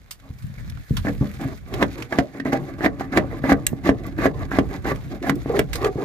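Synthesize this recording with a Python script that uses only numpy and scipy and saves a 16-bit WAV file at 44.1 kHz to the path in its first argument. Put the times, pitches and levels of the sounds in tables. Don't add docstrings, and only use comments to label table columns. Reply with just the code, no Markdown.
import sys
import numpy as np
from scipy import signal
from scipy.fft import rfft, irfft, next_fast_len
from scipy.io import wavfile

SR = 44100
rng = np.random.default_rng(int(sys.argv[2]) if len(sys.argv) > 2 else 0)


def invert_db(x):
    u = np.asarray(x, float) / 20
    return 10 ** u


def put_to_file(sound):
    columns = np.atleast_2d(sound).T
    safe = np.clip(columns, -1, 1)
    whole_steps = np.round(safe * 32767)
    wavfile.write(sys.argv[1], SR, whole_steps.astype(np.int16))


N = 266364
SIZE = next_fast_len(N + SR)
BINS_HZ = np.maximum(np.arange(SIZE // 2 + 1) * SR / SIZE, 1)
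STEP = 64

# [f/Hz, level/dB]
FLOOR = [(15, -71), (25, 22.5), (124, 1), (296, -17), (510, -22), (584, -38), (927, -26), (1400, -31),
         (1800, -14), (2300, -28), (2900, -22), (9080, -29.5), (12600, -36), (15200, -43), (16500, -59)]
FLOOR_DB = -52
DUCK_S, DUCK_DB = 0.12, 1

# [f/Hz, level/dB per Hz]
HANDLING = [(0.0, -61), (0.27, -59.5), (0.32, -50), (0.41, -51), (0.46, -39.5), (0.56, -48), (0.62, -39.5),
            (0.8, -41), (0.87, -64), (0.93, -35), (1.25, -42.5), (1.6, -52.5), (1.83, -38), (2.2, -68),
            (2.54, -51.5), (3.3, -41.5), (4.1, -44.5), (4.3, -43), (4.9, -38), (5.3, -48.5), (5.68, -40.5),
            (5.85, -44), (6.04, -62)]
RUMBLE = [(20, -33), (45, 1.5), (90, -5), (130, -3), (170, -11), (230, -16.5), (330, -29.5), (600, -65)]
RUMBLE_ALIKE = 0.25

# [t/s, peak level/dB, f/Hz, left-right level/dB]
GRIPS = [(0.0, -41, 55, 3), (0.298, -22.5, 75.6, 0), (0.361, -29, 108, 3), (0.442, -28.5, 108, 29),
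         (0.499, -26, 130, 17), (0.576, -27, 129, 16), (0.609, -26, 101, 15), (0.665, -32, 108, 0),
         (0.723, -22.5, 81.4, 12), (0.752, -22.5, 97, 7), (3.718, -29.5, 202, -43),
         (3.732, -18.5, 253, -33.5), (5.071, -28.5, 69.3, 19), (5.8, -30, 65, 19)]
GRIP_CYCLES = 6.4

# [t/s, bright hiss level/dB, narrow whistle level/dB]
SLEEVE = [
    (0.3, -78, -85),
    (0.4, -62, -60.5),
    (0.75, -74, -59),
    (0.93, -56, -58),
    (1.2, -62.5, -66),
    (1.45, -62, -75),
    (1.585, -71, -75),
    (1.6, -80, -80),
    (1.75, -83, -85),
]
# [f/Hz, level/dB per Hz]
SLEEVE_HISS = [(2000, -30), (3700, -6), (6000, -10), (9000, -11), (12400, -9), (15600, -9), (16500, -30)]
WHISTLE_HZ, WHISTLE_T60_S = 1760, 0.0045

# [f/Hz, left lead/rad]
PORT_BALANCE = [(60, -8), (150, 2.5), (380, -1), (950, -2.5), (2380, -6), (5980, -2), (15000, 1)]
PORT_PHASE = [(100, 0.056), (400, 0.29), (800, 0.64), (1400, 1.58), (3000, 1.62), (6000, 1.53),
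              (10000, 2.15), (16000, 0.88)]
ROOM_T60_S, ROOM_DB, WALL_CUT_HZ = 0.17, -13.5, 1340

# [t/s, peak level/dB, brightness/dB per octave, tail level/dB]
FLAKES = [(0.108, -27.5, -0.5, 9), (0.198, -34, -7, -15), (0.24, -47, -4, -8), (0.384, -54.5, -3.5, 16.5),
          (0.4217, -45, -5, 9), (0.4646, -41, -2, -4), (0.697, -20.5, -3.5, -36), (0.771, -23.5, -8, -25),
          (0.967, -17.5, -6.5, 3.5), (1.018, -46, 2, -20), (1.178, -46, 3, -20), (1.2955, -45, -4, -15),
          (1.3379, -36, -5, 2), (1.4096, -35, -7, 6), (1.4955, -43, -6, -15), (1.5235, -42, 6, -15),
          (1.556, -40, 2, -10), (1.572, -36, 0, -15), (1.587, -47, -3, -20), (1.6816, -39, 0, -10),
          (1.7377, -12.5, -7, -9.5), (1.978, -38, -6, 9), (2.022, -13, -9, -17), (3.9873, -52, -10, -27),
          (4.064, -26.5, 1, -19), (4.9573, -21, -7.5, -14), (5.354, -24, 0.5, -25), (5.429, -40, 1, -4),
          (5.73, -23.5, -3.5, 9), (5.754, -9.5, -4.5, -10.5), (5.2942, -9, -1, -35), (5.59, -4.5, 1.5, -41)]
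FLAKE_PAN_DB = -2
FLAKE_SCATTER = 0.7
FLAKE_BUMPS_DB, FLAKE_BUMP_HZ = 3, 500

# [t/s, peak level/dB]
CRACK = [
    (3.6665, -6),
]
# [f/Hz, level/dB, t60/s]
CRACK_MODES = [(2080, -6, 0.026), (2700, 1, 0.0057), (4100, 5.5, 0.0024), (4900, -6.5, 0.0017),
               (7000, 4.5, 0.0045), (8000, 14, 0.0034), (10520, 5.5, 0.0037), (12170, 8.5, 0.0027),
               (15200, -18, 0.0062)]

# [t/s, peak level/dB, f/Hz]
CHIPS = [(0.5796, -21, 2100), (0.774, -36, 3130), (1.081, -5, 1680), (1.4294, -36, 1740), (1.826, 1, 2050),
         (2.125, -0.5, 1600), (2.127, -14, 2060), (2.401, -8.5, 1750), (2.4558, -10, 1840),
         (2.5544, -28, 1680), (2.8065, -34, 1650), (2.8385, -13, 1710), (2.86, 0, 1716), (3.129, -11, 1670),
         (3.155, -16, 1600), (3.2994, -35, 1690), (3.4694, -23, 1740), (3.4944, -24, 2000),
         (3.8427, -30, 1600), (3.8601, -23, 1720), (3.875, -17, 1670), (4.1869, -22, 1730),
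         (4.2118, -24, 1710), (4.2344, -16, 2000), (4.4184, -28, 1810), (4.5216, -20, 1810),
         (4.5444, -25, 1660), (4.8534, -19, 1670), (4.8844, -29, 1690), (4.9294, -33, 1520),
         (5.23, -31, 1730), (5.2644, -27, 1800), (5.545, -17, 1270), (5.545, -20, 1280),
         (5.563, -13.5, 1800), (5.8217, -18, 1820), (5.8644, -27, 1810), (5.8794, -33, 1450),
         (6.0033, -35, 1600)]
CHIP_CYCLES, CHIP_DB = 36, -6

# [t/s, peak level/dB,
# f/Hz, t60/s]
SLIPS = [(1.067, -13.5, 279, 0.11), (1.082, -14, 610, 0.021), (1.413, -35, 291, 0.065),
         (1.464, -18, 250, 0.065), (1.721, -21.5, 385, 0.043), (1.992, -26, 306, 0.057),
         (2.106, -33, 610, 0.035), (2.123, -10.5, 620, 0.024), (2.19, -9, 684, 0.053),
         (2.204, -40, 343, 0.079), (2.215, -21.5, 548, 0.095), (2.245, -27, 595, 0.064),
         (2.46, -23, 288, 0.034), (2.528, -16.5, 759, 0.12), (2.54, -20, 634, 0.1),
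         (2.787, -31, 304, 0.059), (2.817, -19, 317, 0.034), (2.844, -11, 672, 0.068),
         (2.86, -17, 710, 0.067), (3.008, -15, 730, 0.04), (3.129, -27, 274, 0.072), (3.19, -20, 591, 0.13),
         (3.327, -23, 425, 0.053), (3.34, -34, 985, .12), (3.492, -10.5, 762, 0.06), (3.535, -26, 575, .1),
         (3.861, -30, 273, 0.032), (3.916, -16.5, 400, 0.1), (4.051, -31.5, 1084, 0.078),
         (4.27, -19, 407, 0.11), (4.34, -40, 990, 0.18), (4.395, -18, 282, 0.068), (4.422, -21, 630, 0.035),
         (4.597, -25, 380, 0.14), (4.713, -24, 386, 0.058), (4.877, -13, 392, 0.033),
         (5.217, -15, 322, 0.037), (5.294, -15.5, 996, 0.045), (5.325, -16.5, 283, .15),
         (5.36, -24, 330, 0.072),
         (5.36, -24, 330, 0.072), (5.498, -6, 438, 0.053), (5.521, -16, 406, 0.066),
           (5.545, -9, 381, 0.057), (5.565, -16, 386, 0.089), (5.591, -7, 428, 0.061),
           (5.751, -23, 448, 0.088), (5.814, -11, 344, 0.036), (5.841, -5, 401, 0.038),
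           (5.857, -8, 392, 0.081), (5.873, -12, 395, 0.056), (5.889, -12, 373, 0.05),
           (5.88, -29, 780, 0.063), (5.845, -23.5, 727, 0.27), (5.854, -13, 1165, 0.035),
           (5.982, -13.5, 373, .06), (6.003, -33, 432, 0.029)]
SLIP_SAG, SLIP_SAG_S, SLIP_RISE_S = 0.057, 0.081, 0.004

# [f/Hz, level/dB, t60/s]
JOLT = [(72, -12, 0.13), (97, 0, 0.054)]
# [f/Hz, level/dB, t60/s]
THUMP = [(120.3, 11.5, 0.12), (141.7, 16, 0.07), (180, -25, .1), (233, -31, 0.39)]
# [f/Hz, level/dB, t60/s]
PANEL = [(208.2, -5, 0.3), (231.5, -8.5, 0.19), (275, -8.5, 0.19), (290, -5, 0.025), (311.8, 1, 0.06),
         (391.3, -2.5, 0.056), (435, -15.5, 0.31), (474.4, -13.5, 0.26), (546, -2, 0.053),
         (594.4, 1, 0.042), (658, -2.5, 0.053), (759, -3, 0.056), (1036, 1, 0.015), (1022, -5, 0.036),
         (1168, -8.5, 0.037)]
# [f/Hz, level/dB, t60/s]
BLADE = [(1250, 12.5, 0.002), (1670, 9, 0.01), (1750, 2, 0.019), (2030, -3.5, 0.024), (1940, 0, 0.0068),
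         (2163, -0.5, 0.011), (2675, -12.5, 0.011), (3600, -38.5, 0.0029), (3917, -24, 0.011)]
# [f/Hz, level/dB per Hz]
GRIT = [(530, -2.5), (900, -10), (1480, -5.5), (1720, -8.5), (2210, -4.5), (2900, -14), (3560, -10.5),
        (5940, -18), (6460, -15.5), (9200, -27), (11600, -19), (15300, -24), (16500, -36)]
GRIT_EDGES_HZ = [300, 1500, 2600, 4200, 6500, 10000, 17000]
FLECK_DB, FLECK_PER_S = 2.8, 110
HAND_DAMPING = 0.72
PANEL_WANDER_DB = 3.0
JUDDER_DB = 2.0
SHUDDER_DB = -1.5

# [t/s, peak level/dB, thump level/dB, blade ring level/dB, flake level/dB]
STOPS = [(1.068, -7.5, -15, -5.5, -42), (1.825, 2.5, -13, -6, -3), (2.123, -14, -5, 3.5, -14),
         (2.185, 2, -7, -8.5, -2), (2.398, -15, -30, -6, -16), (2.529, -6, -7.5, -6, -7.5),
         (2.844, -7, -28, 3, -12), (2.86, -3.5, -36, 6, -11), (3.172, 0, -12, 0.5, 1),
         (3.518, 4.5, -10.5, -8.5, -28), (3.89, 4.5, -10, -6.5, -6.5), (4.255, 3, -12, -13, -10),
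         (4.585, 3.5, -7.5, -14.5, -4.5), (4.916, -11.5, 2, -7, -23), (5.294, -3.5, -19, -1, -2.5),
         (5.591, -1.5, -9, -2, -3), (5.844, -23, -20, -27, -4)]
STOP_SOFT_MS = 0.55
STOP_TILT_DB, STOP_TAIL_DB, STOP_PAN_DB = -10.5, -14.5, -2
# [t/s, peak level/dB, blade ring level/dB]
TOUCHES = [(1.048, -10.5, -17), (2.348, -21.5, -19), (2.454, -9.5, -3), (2.806, -15.5, 6),
           (2.996, -23, -10), (3.007, -14, -20), (3.438, -6, 1.5), (4.05, -23.5, 4.5), (4.186, -13.5, 5.5),
           (4.514, -11, 2), (4.853, -11.5, 8), (5.244, -17, -16)]
TOUCH_THUMP_DB, TOUCH_SOFT_MS = -7, 0.78
# [t/s, peak level/dB, thump level/dB, contact softness/ms]
BUMPS = [(0.301, -43, 21.5, 1.7), (0.906, -3, 3, 2.66), (1.208, 2, -0.5, 3.55), (1.45, -9.5, 2, 3.4),
         (3.729, -15, 3.5, 0.76), (5.339, -7, -12, 4.1), (5.376, -23, -46, 2.1), (5.458, -11.5, -2.5, 0.66),
         (5.494, -11.5, -8, 1.9), (5.54, -9.5, -27, 0.95), (5.955, -7, -1.5, 2.2), (6.003, -21, -23, 0.59)]
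BUMP_BLADE_DB = -17
KNOCK_LAG_S = 0.001523
REBOUND_S, REBOUND_DB = 0.00445, -9.5

# [t/s, lean level/dB, grit level/dB, contact point's favoured f/Hz, its tilt/dB per octave]
SLIDE = [(0.0, -55.5, -66.5, 278, 8.5), (0.45, -55, -62.5, 223, 6), (0.94, -53, -56.5, 217, 3),
         (1.15, -34, -54.5, 238, -2.5), (1.46, -41, -54.5, 254, -1), (1.58, -64, -54.5, 268, 7),
         (1.61, -47, -65, 272, 7.5), (1.75, -36.5, -54.5, 343, -1.5), (2.05, -34.5, -53, 265, 1.5),
         (2.25, -36, -54.5, 316, 1.5), (2.42, -33, -69, 260, -2.5), (2.62, -30, -54, 302, -0.5),
         (2.84, -33.5, -64.5, 294, 4), (3.22, -25.5, -58, 290, 2), (3.7, -31.5, -61, 275, 0),
         (4.3, -28.5, -59, 321, 0.5), (5.05, -39, -55.5, 352, 4.5), (5.33, -32.5, -59, 275, -2),
         (5.5, -33, -51, 364, -0.5), (5.68, -38, -57.5, 287, 1), (5.85, -42, -53, 380, 5),
         (6.04, -31.5, -56, 394, 1)]
SLIDE_BLADE_DB, BLADE_FOLLOWS = -55.5, 0.72
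# [start t/s, end t/s, rasp level/dB at start, at end, panel level above it/dB]
PUSHES = [(1.037, 1.091, -40, -33, 11), (1.73, 1.831, -55, -24.5, 14.5), (2.106, 2.206, -40, -41, 13),
          (2.448, 2.54, -32.5, -45.5, 13.5), (2.519, 2.576, -23.5, -41.5, 6.5),
          (2.782, 2.861, -44.5, -20.5, 7.5), (3.114, 3.178, -42.5, -18, 5.5),
          (3.434, 3.488, -29.5, -39.5, 10), (3.49, 3.53, -16.5, -28.5, 1), (3.832, 3.894, -36, -25, 9.5),
          (4.177, 4.263, -35.5, -20, 7), (4.507, 4.575, -30.5, -34.5, 6.5), (4.839, 4.921, -29, -30.5, 4.5),
          (5.224, 5.3, -33.5, -34, 10), (5.549, 5.608, -32.5, -40, 15), (5.692, 5.845, -65, -34.5, 15.5),
          (5.855, 5.9, -24, -60, 6)]
# [start t/s, end t/s, rasp level/dB at start, at end, panel above it/dB]
PULLS = [(0.22, 0.31, -81.5, -100, 36.5), (0.572, 0.61, -48, -53, -22), (1.202, 1.262, -61.5, -75, 39.5),
         (1.389, 1.537, -38.5, -54, 14), (1.659, 1.758, -67, -42.5, 20), (1.956, 2.02, -52, -62, 24),
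         (2.33, 2.384, -55.5, -44, 10.5), (2.676, 2.75, -43.5, -69, 14), (2.992, 3.056, -34.5, -57, 1),
         (3.295, 3.395, -52.5, -44, 10), (4.032, 4.088, -42.5, -48.5, 10), (4.365, 4.432, -55.5, -40, 12.5),
         (4.686, 4.761, -48, -41, 9.5), (5.105, 5.158, -50, -56, 18.5), (5.47, 5.551, -50.5, -41.5, 22),
         (5.973, 6.04, -45.5, -50, 19.5)]
PUSH_GRIT_DB, PULL_GRIT_DB = -16.5, -14
DRAG_S, DRAG_DB = 0.0098, -11
SAG_S, SAG_OCTAVES = 0.0026, 0.16
LIFT_BEFORE_S, LIFT_S = 0.031, 0.015
LIFT_DB = [
    [-4],
    [0],
    [-5],
]
TURN_AFTER_S, TURN_S = 0.054, 0.023
TURN_DB = [
    [6],
    [-7],
    [-2],
]

TOP_HZ = 15700


def rms_one(x):
    return x / np.sqrt(np.mean(x ** 2) + 1e-20)


def in_time(rows, step=1):
    s, *columns = np.transpose(rows)
    return [np.interp(np.arange(0, N, step) / SR, s, column) for column in columns]


def at_bins(points):
    hz, value = np.transpose(points)
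    return np.interp(np.log(BINS_HZ), np.log(np.maximum(hz, 10)), value)


def through(x, response):
    return irfft(rfft(x, SIZE) * response, SIZE)[..., :N]


def causal(spectrum):
    cepstrum = irfft(np.log(invert_db(at_bins(spectrum))), SIZE)
    cepstrum[1:SIZE // 2] *= 2
    cepstrum[SIZE // 2 + 1:] = 0
    response = np.exp(rfft(cepstrum))
    return response / np.sqrt(np.mean(np.abs(response) ** 2))


def highpass(x, hz, order=2):
    return signal.sosfilt(signal.butter(order, hz, "high", fs=SR, output="sos"), x)


def fade(x, seconds, step=1):
    lag = np.exp(-step / (seconds * SR))
    return signal.lfilter([1 - lag], [1, -lag], x)


def drift(rate, step=1):
    return np.interp(np.arange(0, N, step) * rate / SR, np.arange(2000), rng.standard_normal(2000))


def dips(times, width_s):
    t = np.arange(0, N, STEP) / SR
    return np.repeat(sum(np.exp(-((t - s) / width_s) ** 2) for s in times), STEP)[:N]


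def ring(clicks, hz, t60):
    r, w = invert_db(-60 / (t60 * SR)), 2 * np.pi * hz / SR
    return signal.lfilter([0, np.sin(w)], [1, -2 * r * np.cos(w), r * r], clicks + 1e-18)


def stereo_noise(spectrum, alike):
    mid, side = through(rng.standard_normal((2, N)), causal(spectrum))
    alike = np.clip(alike, 0, 1)
    return np.sqrt((1 + alike) / 2) * mid + np.sqrt((1 - alike) / 2) * side * [[1], [-1]]


def floor(near):
    duck_db = DUCK_DB * np.tanh(fade(np.abs(near[0]), DUCK_S) / invert_db(-24.5))
    level_db = FLOOR_DB - 0.5 + duck_db + 0.72 * drift(4.2)
    return invert_db(level_db) * stereo_noise(FLOOR, alike=0.33)


def rumble():
    level_db = in_time(HANDLING)[0] + 9.5 + 2.7 * drift(16)
    return invert_db(level_db) * stereo_noise(RUMBLE, alike=RUMBLE_ALIKE)


def sleeve():
    hiss_db, whistle_db = in_time(SLEEVE)
    whistle = rng.standard_normal((2, N))
    for _ in range(2):
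        whistle = ring(whistle, WHISTLE_HZ, WHISTLE_T60_S)
    hiss = invert_db(hiss_db + 1.2 * drift(44.5)) * stereo_noise(SLEEVE_HISS, alike=0.26)
    return hiss + invert_db(whistle_db) * rms_one(whistle)


def thud(s, db, hz, t60):
    t = np.arange(SR // 5) / SR
    turns = hz * (t + SLIP_SAG * SLIP_SAG_S * (1 - np.exp(-t / SLIP_SAG_S)))
    wave = -0.89 * np.sin(2 * np.pi * turns)
    out, at = np.zeros(N + SR), int(max(s, 0) * SR)
    out[at:at + len(t)] = wave * invert_db(db - 60 * t / t60) * np.minimum(t / SLIP_RISE_S, 1)
    return out[:N]


def grips():
    return sum(thud(s, db, hz, GRIP_CYCLES / hz) * invert_db([[pan_db / 2], [-pan_db / 2]])
               for s, db, hz, pan_db in GRIPS)


def room(x):
    hz = BINS_HZ[::8]
    lags = rng.uniform(0.006, 0.025, (2, 8, 1))
    loss = invert_db(-60 * lags / ROOM_T60_S) / (1 + 1j * hz / WALL_CUT_HZ)
    loop = loss * np.exp(-2j * np.pi * hz * lags)
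    signs = (-1) ** np.arange(8)[:, None]
    echoes = irfft(np.sum(loop / (1 - loop) * signs, axis=1))
    return invert_db(ROOM_DB) * signal.oaconvolve(x, echoes, axes=1)[:, :N]


def ports(x):
    half = invert_db(at_bins(PORT_BALANCE) / 2) * np.exp(0.5j * at_bins(PORT_PHASE))
    return through(x, np.array([half, 1 / half]))


def breaks():
    loose = [(*row, FLAKE_PAN_DB) for row in FLAKES]
    jammed = [(s, db, STOP_TILT_DB, STOP_TAIL_DB, STOP_PAN_DB) for s, *_, db in STOPS]
    return loose + jammed


def snaps():
    events = breaks()
    length = SR // 6
    t = np.arange(length) / SR
    hz = np.maximum(np.arange(length // 2 + 1) * SR / length, 1500)
    out, noise = np.zeros((2, N + SR)), rng.standard_normal((len(events), 2, length))
    for (s, db, tilt_db, tail_db, pan_db), burst in zip(events, noise):
        bumps = np.interp(hz / FLAKE_BUMP_HZ, np.arange(60), burst[1, -60:])
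        colour_db = tilt_db * np.log2(hz / 6000) + FLAKE_BUMPS_DB * bumps
        decay = invert_db(-60 * t / 0.028) + invert_db(tail_db - 60 * t / 0.091)
        shape = decay * np.minimum(t / 0.0031, 1)
        scattered = burst[0] + FLAKE_SCATTER * burst[1] * [[1], [-1]]
        tilted = rms_one(irfft(rfft(scattered) * invert_db(colour_db), length))
        at = int(s * SR)
        out[:, at:at + length] += tilted * shape * invert_db(db - 10.0 + pan_db * np.array([[0.5], [-0.5]]))
    return highpass(out[:, :N], 1200)


def crack():
    (s, db), = CRACK
    t = np.arange(N) / SR - s
    shared, own = rng.standard_normal((2, N)) * (t > 0)
    scatter = shared + 0.3 * own * [[1], [-1]]
    rung = sum(ring(scatter * invert_db(db + level_db - 26.5 - 60 * np.abs(t) / 0.023), hz, t60)
               for hz, level_db, t60 in CRACK_MODES)
    echoes = np.diff(scatter * invert_db(db - 29 - 60 * np.abs(t) / 0.15), prepend=0, axis=1)
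    return highpass(rung + echoes, 1650, order=4)


def chips():
    return sum(thud(s, db + CHIP_DB, hz, CHIP_CYCLES / hz) for s, db, hz in CHIPS)


def slips():
    return sum(thud(*row) for row in SLIPS)


def contacts():
    stops = [(*row[:4], STOP_SOFT_MS) for row in STOPS]
    touches = [(s, db, TOUCH_THUMP_DB, ring_db, TOUCH_SOFT_MS) for s, db, ring_db in TOUCHES]
    bumps = [(s, db, thump_db, BUMP_BLADE_DB, soft_ms) for s, db, thump_db, soft_ms in BUMPS]
    return stops + touches + bumps


def knocks(column, trim_db):
    out = np.zeros(N + SR)
    for row in contacts():
        push = np.hanning(int(np.clip(row[4], 0.1, 6) * SR / 1000) + 3)
        at = int((row[0] + KNOCK_LAG_S) * SR)
        level_db = row[1] + trim_db + (row[column] if column > 1 else 0)
        out[at:at + len(push)] += push / push.sum() * invert_db(level_db)
    back = int(REBOUND_S * SR)
    return out[:N] + invert_db(REBOUND_DB) * np.pad(out[:N - back], (back, 0))


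def body(modes, rasp, blows, wander_db, blow_wander_db, colour_db=lambda hz: 0):
    energy = sum(invert_db(2 * db) * t60 * SR / (4 * np.log(1000)) for hz, db, t60 in modes)
    height = sum(invert_db(db) for hz, db, t60 in modes)
    out = 0
    for k, (hz, db, t60) in enumerate(modes):
        level_db, chance = db + colour_db(hz), drift(22, STEP)
        gains = invert_db([level_db + wander_db * chance, level_db + blow_wander_db * chance])
        rubbed, struck = np.repeat(gains, STEP, axis=1)[:, :N]
        force = rubbed * rasp / np.sqrt(energy) * (-1) ** k - struck * blows / height
        out = out + ring(force, hz, t60)
    return highpass(out, modes[0][0] * 0.91)


def jolt():
    return body(JOLT, 0, knocks(column=1, trim_db=-14.5), 0, 1.0) * invert_db([[2.5], [-3.5]])


def damped(modes):
    return [(hz, db, t60 * HAND_DAMPING) for hz, db, t60 in modes]


def catches(per_s, spread_db):
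    sizes = invert_db(spread_db * np.minimum(rng.exponential(1, N), 5)) * rng.choice([-1, 1], N)
    return rms_one(sizes * (rng.random(N) < per_s / SR))


def flecked(x, patchy_db):
    out = 0
    for k, edges in enumerate(zip(GRIT_EDGES_HZ, GRIT_EDGES_HZ[1:])):
        band = signal.sosfilt(signal.butter(2, edges, "band", fs=SR, output="sos"), x)
        out = out + (-1) ** k * invert_db(patchy_db * drift(FLECK_PER_S)) * band
    return out


def pressure():
    gains = np.zeros((3, N))
    for rows, grit_db in (PUSHES, PUSH_GRIT_DB), (PULLS, PULL_GRIT_DB):
        for start, end, from_db, to_db, panel_db in rows:
            span = slice(int(start * SR), min(int(end * SR), N))
            way = np.linspace(0, 1, span.stop - span.start)
            rasp_db = from_db + way * (to_db - from_db)
            gains[:, span] += invert_db([rasp_db + panel_db, rasp_db, rasp_db + grit_db - 5.0 * (1 - way)])
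    lean_db, crumble_db = in_time(SLIDE)[:2]
    blade_db = SLIDE_BLADE_DB + BLADE_FOLLOWS * (lean_db + 40) + 0.24 * (crumble_db + 62.0)
    starts, ends = np.transpose(PUSHES)[:2]
    lift_db = LIFT_DB * dips(starts - LIFT_BEFORE_S, LIFT_S)
    turn_db = TURN_DB * dips(ends + TURN_AFTER_S, TURN_S)
    slide = invert_db(lift_db + turn_db + [lean_db, blade_db, crumble_db])
    slide[0] += invert_db(DRAG_DB) * fade(gains[0], DRAG_S)
    return fade(gains, 0.0064) + invert_db(-5.5) * slide


def contact(panel_gain):
    pressed = np.tanh(fade(panel_gain[::STEP], SAG_S, STEP) / invert_db(-21.5))
    favoured_hz, tilt_db = in_time(SLIDE, STEP)[2:]
    favoured_hz = favoured_hz * 2 ** (SAG_OCTAVES * (pressed - 0.5))
    tilt_db = tilt_db + 5.8 * (pressed - 0.5)

    def feed_db(hz):
        peak = np.exp(-(np.log2(hz / favoured_hz) / 0.26) ** 2)
        return tilt_db * np.log2(hz / 350) + 9.1 * peak
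    return feed_db


def door():
    panel_gain, blade_gain, grit_gain = pressure()
    judder = invert_db(JUDDER_DB * drift(70))
    ticks = catches(per_s=280, spread_db=1.0)
    edge = catches(per_s=2000, spread_db=2.0) * judder * invert_db(-5.5)
    panel = body(damped(PANEL), edge * panel_gain, knocks(column=1, trim_db=2.5),
                 PANEL_WANDER_DB, 0.96, colour_db=contact(panel_gain))
    shudder = edge * invert_db(SHUDDER_DB) * fade(panel_gain, 0.029)
    thump = body(damped(THUMP), shudder, knocks(column=2, trim_db=-0.5), PANEL_WANDER_DB, 0.45)
    fine = catches(per_s=1400, spread_db=-1.5) * judder * invert_db(-1.5) + invert_db(-9.5) * ticks
    fine = fine + invert_db(2.0) * judder * rng.standard_normal((2, N))
    blade = body(BLADE, fine * blade_gain, knocks(column=3, trim_db=10.0), 2.24, 3.9)
    crumbs = catches(per_s=3000, spread_db=5.0) * judder * invert_db(2.9 * drift(180) + 4.0)
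    crumbs = crumbs + invert_db(-32.0) * ticks
    scattered = invert_db(6.0) * judder * rng.standard_normal((2, N))
    grit = through((crumbs + scattered) * grit_gain, causal(GRIT))
    return panel + thump + blade + flecked(grit, patchy_db=FLECK_DB)


def scene():
    near = ports(door() + slips() + chips() + crack() + snaps())
    background = floor(near) + rumble() + sleeve() + grips()
    return background + jolt() + near + room(near)


def low_pass(x):
    return signal.sosfilt(signal.butter(12, 16790, fs=SR, output="sos"), x)


def record(dry):
    cut = highpass(dry, 42)
    rounded = 1.15 * np.tanh(1.06 * cut / 1.15)
    top = signal.cheby2(14, 40.0, TOP_HZ, fs=SR, output="sos")
    return low_pass(signal.sosfilt(top, rounded))


dry = scene()
out = record(dry)
put_to_file(out)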